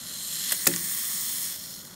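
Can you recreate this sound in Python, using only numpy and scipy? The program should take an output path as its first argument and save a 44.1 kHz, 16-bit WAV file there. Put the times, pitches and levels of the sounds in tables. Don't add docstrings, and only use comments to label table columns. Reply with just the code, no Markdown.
import sys
import numpy as np
from scipy import signal
from scipy.io import wavfile
from scipy.ndimage import uniform_filter1d, map_coordinates

SR = 44100
rng = np.random.default_rng(int(sys.argv[2]) if len(sys.argv) > 2 else 0)


def ratio(d):
    e = np.asarray(d, float) / 20
    return 10 ** e


def store_pcm(level_fs):
    pcm = np.round(np.clip(level_fs, -1, 1) * 32767).astype(np.int16)
    wavfile.write(sys.argv[1], SR, np.atleast_2d(pcm).T)


N = 85995

# time in seconds, teeth per second.
TOOTH_RATE = [(0, 295), (.06, 345), (.18, 410), (.25, 475), (.37, 560), (.48, 650), (.8, 700), (.93, 742),
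              (1.1, 705), (1.46, 690), (1.53, 540), (1.6, 405), (1.75, 330), (1.82, 275), (1.95, 210)]
# time in seconds, level in dB.
WHIRR_LEVEL = [(0, -40.5), (.07, -38), (.2, -35), (.36, -31.5), (.43, -30.5), (.51, -29), (.57, -31.5),
               (.66, -30.5), (.82, -31), (.9, -29.5), (1.2, -29.5), (1.47, -30.5), (1.53, -34.5),
               (1.58, -38), (1.75, -40), (1.83, -44), (1.95, -47.5)]
# centre in Hz, width in Hz, then level in dB when crouched,
# when upright and when the spring is loaded.
SHELL_MODES = [(1140, 303, -17.5, -11.5, -25), (1920, 520, -10, -4.5, -10.5), (3350, 810, -4, -7.5, -7.5),
               (4240, 390, 1.5, -3, -2.5), (5378, 980, -6, -5.5, -1.5), (6780, 1100, -5.5, -4, -4),
               (7520, 530, -0.5, -8.5, -12), (8080, 490, -5.5, -2.5, -5), (8930, 760, -2.5, -0.5, -2.5),
               (9760, 700, -7.5, -11, -7), (11184, 700, -3.5, -2.5, -4), (12100, 610, -5, -11.5, -3),
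               (13340, 770, -2.5, -1.5, -2.5), (15540, 850, -21, -1.5, -5)]
# start in seconds, peak in dB, centre in Hz, ring (60 dB decay) in seconds.
KNOCKS = [(.5115, -20, 4800, .008), (.5105, -24, 1800, .016), (.5205, -12, 8500, .006),
          (.5212, -12, 8500, .003), (.5210, -21, 1900, .012), (.5228, -10, 11000, .002),
          (.5236, -11, 11500, .008), (.5240, -24, 1900, .012), (.5254, -12, 9000, .008),
          (.5273, -15, 13500, .008), (.6568, -17, 7200, .016), (.6682, -12, 1800, .011),
          (.6688, -5, 12500, .006), (.6708, -2, 10500, .004), (.6712, -14, 4200, .008),
          (.6717, -6, 8800, .008), (.6732, -7, 8600, .008), (.6735, -15, 1900, .012),
          (.6746, -5, 7000, .005), (.7150, -27, 1800, .016), (.7376, -19, 3800, .011),
          (.7378, -24, 1900, .03), (.7617, -10, 7800, .004), (.7618, -18, 12500, .004),
          (.7625, -30, 1900, .02), (.7895, -23, 5400, .012), (.5213, -29, 1050, .03),
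          (.5220, -36, 590, .06), (.7640, -35, 1100, .06), (.6690, -18, 2600, .01)]
# start in seconds, length in seconds, level in dB.
RATTLES = [
    (.5203, .0082, -24),
    (.6682, .0072, -17),
]
# frequency in Hz, level in dB, 60 dB decay time in seconds.
TABLE_MODES = [(67, -8, 0.2), (125, -14.5, 0.17), (167.4, -5, 0.51), (187.6, -2, 0.62), (223.5, -12, 0.41),
               (280.4, -4.5, 0.38), (340, -2, 0.43), (356.2, -5.5, 0.3), (427.4, -2.5, 0.18),
               (490, -13, 0.16), (557.2, 1, 0.17), (717, 2.5, 0.064), (857, -12, 0.2), (1086, 0, 0.063)]
# start in seconds, level in dB, contact time in seconds.
TABLE_BLOWS = [
    (.5105, -52, .0008),
    (.5215, -56, .0003),
    (.6680, -28, .0004),
    (.6755, -30, .001),
    (.7150, -40, .003),
    (.7378, -44, .003),
    (.7617, -42, .002),
    (.7895, -44, .004),
]
# frequency in Hz, level in dB.
RUMBLE_SPECTRUM = [(15, -45), (25, -18.5), (129, -9.5), (170, -0.5), (415, -17), (476, -23.5), (626, -8),
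                   (694, -20), (1500, -14.5), (1950, -45), (3300, -120)]

LEAP_S, LOAD_S, TURN_S = 0.51, 1.52, 0.036
TAKEOFF_S, LAND_S = .522, .668
HOP_PATH_M, MIRROR_DB = .07, -11
TOOTH_S, TOOTH_JITTER, TOOTH_SCATTER_DB = .0006, .05, 2
WEAK_TOOTH_DB = -4
RUB_DB, RUB_PER_OCTAVE_DB = -10, 4
BRIGHTEN_DB = 2
RISE = 1.022
PLAIN_DB, PLAIN_HZ = -17, 3600
KNOCK_Q, GRIT = 3, .9
RATTLE_LOW_HZ, RATTLE_FADE_S = 2500, .0008
ECHO_DB, ECHO_T60_S = -12.5, 0.083
RUMBLE_DB = -51
CEILING, TOP_HZ = .95, 15710


def level(x, db):
    return x * ratio(db) / np.sqrt(np.mean(x ** 2))


def band(x, hz, width):
    return signal.lfilter(*signal.iirpeak(min(hz, .45 * SR), hz / width, fs=SR), x)


def highpass(x, order, hz):
    return signal.sosfilt(signal.butter(order, hz, "high", fs=SR, output="sos"), x)


def curve(table):
    return np.interp(np.arange(N) / SR, *np.array(table, float).T)


def walk(rate):
    hold = int(SR / rate)
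    steps = np.repeat(rng.standard_normal(N // hold + 1), hold)
    return 1.3 * uniform_filter1d(uniform_filter1d(steps, hold), hold)[:N]


def gears():
    speed = curve(TOOTH_RATE)
    teeth_passed = np.cumsum(speed * (1 + 0.011 * walk(25))) / SR
    count = int(teeth_passed[-1])
    tooth = np.arange(count)
    jitter, scatter = rng.standard_normal((2, count))
    at = np.interp(tooth + TOOTH_JITTER * jitter, teeth_passed, np.arange(N)).astype(int)
    fast = np.clip(speed[at] / 350 - 1, 0, 1)
    hits = np.zeros(N)
    hits[at] = ratio(TOOTH_SCATTER_DB * scatter + WEAK_TOOTH_DB * fast * (tooth % 2))
    scratches = signal.lfilter([1], [1, -np.exp(-1 / (TOOTH_S * SR))], hits)
    octaves = np.log2(speed / 350)
    rubbing = ratio(RUB_DB + RUB_PER_OCTAVE_DB * octaves)
    body = shell(scratches + rubbing, octaves - .5)
    body = body / np.sqrt(uniform_filter1d(body ** 2, size=4000))
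    return body * ratio(curve(WHIRR_LEVEL) + 0.22 * walk(19.9))


def shell(gate, octaves):
    t = np.arange(N) / SR
    upright = 1 / (1 + np.exp(-(t - LEAP_S) / TURN_S))
    loaded = 1 / (1 + np.exp(-(t - LOAD_S) / TURN_S))
    out = ratio(PLAIN_DB) * highpass(gate * rng.standard_normal(N), 2, PLAIN_HZ)
    for hz, width, crouched_db, upright_db, loaded_db in SHELL_MODES:
        scratch = gate * rng.standard_normal(N)
        low = band(band(scratch, hz / RISE, width), hz / RISE, width)
        high = band(band(scratch, hz, width), hz, width)
        ring = np.sqrt(1 - upright) * low + np.sqrt(upright) * high
        posture_db = crouched_db + upright * (upright_db - crouched_db) + loaded * (loaded_db - upright_db)
        bright_db = BRIGHTEN_DB * octaves * np.log2(hz / 6000)
        out = out + ring * ratio(posture_db + 1.2 * walk(8.8) + bright_db)
    return out


def hop(x):
    u = np.clip((np.arange(N) / SR - TAKEOFF_S) / (LAND_S - TAKEOFF_S), 0, 1)
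    height = 4 * u * (1 - u)
    delay = height * HOP_PATH_M / 343 * SR
    mirrored = map_coordinates(x, [np.arange(N) - delay], mode="mirror")
    share = ratio(MIRROR_DB) * np.minimum(4 * height, 1)
    return (x + share * mirrored) / np.sqrt(1 + share ** 2)


def knocks():
    out = np.zeros(N)
    t = np.arange(1500) / SR
    for start, db, hz, ring in KNOCKS:
        grit = level(band(rng.standard_normal(len(t)), hz, hz / KNOCK_Q), 0)
        tone = np.sin(2 * np.pi * hz * t) + GRIT * grit
        crack = tone * (1 - np.exp(-t * 1e4)) * ratio(-60 * t / ring)
        i = int(start * SR)
        out[i:i + len(t)] += crack * ratio(db) / np.abs(crack).max()
    for start, length, db in RATTLES:
        rattle = highpass(rng.standard_normal(len(t)), 1, RATTLE_LOW_HZ)
        fade = np.exp(-np.maximum(t - length, 0) / RATTLE_FADE_S)
        i = int(start * SR)
        out[i:i + len(t)] += ratio(db) * rattle * fade
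    return out


def table():
    push = np.zeros(N)
    for start, db, contact in TABLE_BLOWS:
        length = int(contact * SR) + 2
        shape = np.sin(np.pi * np.arange(length) / (length - 1))
        i = int(start * SR)
        push[i:i + length] += ratio(db) * shape / shape.sum()
    out = np.zeros(N)
    for k, (hz, db, t60) in enumerate(TABLE_MODES):
        pole = np.exp(2j * np.pi * hz / SR - np.log(1000) / (t60 * SR))
        sign = (-1) ** k
        out += sign * ratio(db) * signal.lfilter([1], [1, -pole], push).imag
    return out


def echo(x):
    t = np.arange(12000) / SR
    tail = rng.standard_normal(len(t)) * ratio(-60 * t / ECHO_T60_S) * (t > .003)
    return ratio(ECHO_DB) * signal.fftconvolve(x, tail / np.sqrt(np.sum(tail ** 2)))[:N]


def room():
    spectrum_hz, spectrum_db = np.transpose(RUMBLE_SPECTRUM)
    out = 0
    for hz in 28 * 2 ** np.arange(0, 5.9, 1 / 3):
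        db = np.interp(np.log(hz), np.log(spectrum_hz), spectrum_db) + walk(5.93)
        out = out + ratio(db) * band(band(rng.standard_normal(N), hz, hz / 3), hz, hz / 3)
    return level(out, RUMBLE_DB)


def scene():
    toy = hop(gears()) + knocks()
    return np.tile(toy + echo(toy) + table() + room(), (2, 1))


def band_limit(x):
    return signal.sosfilt(signal.butter(12, 17000, fs=SR, output="sos"), x)


def record(dry):
    soft = CEILING * np.tanh(dry / CEILING)
    top_cut = signal.ellip(16, .3, 72, TOP_HZ, fs=SR, output="sos")
    mix = signal.sosfilt(top_cut, soft)
    return band_limit(mix)


dry = scene()
out = record(dry)
store_pcm(out)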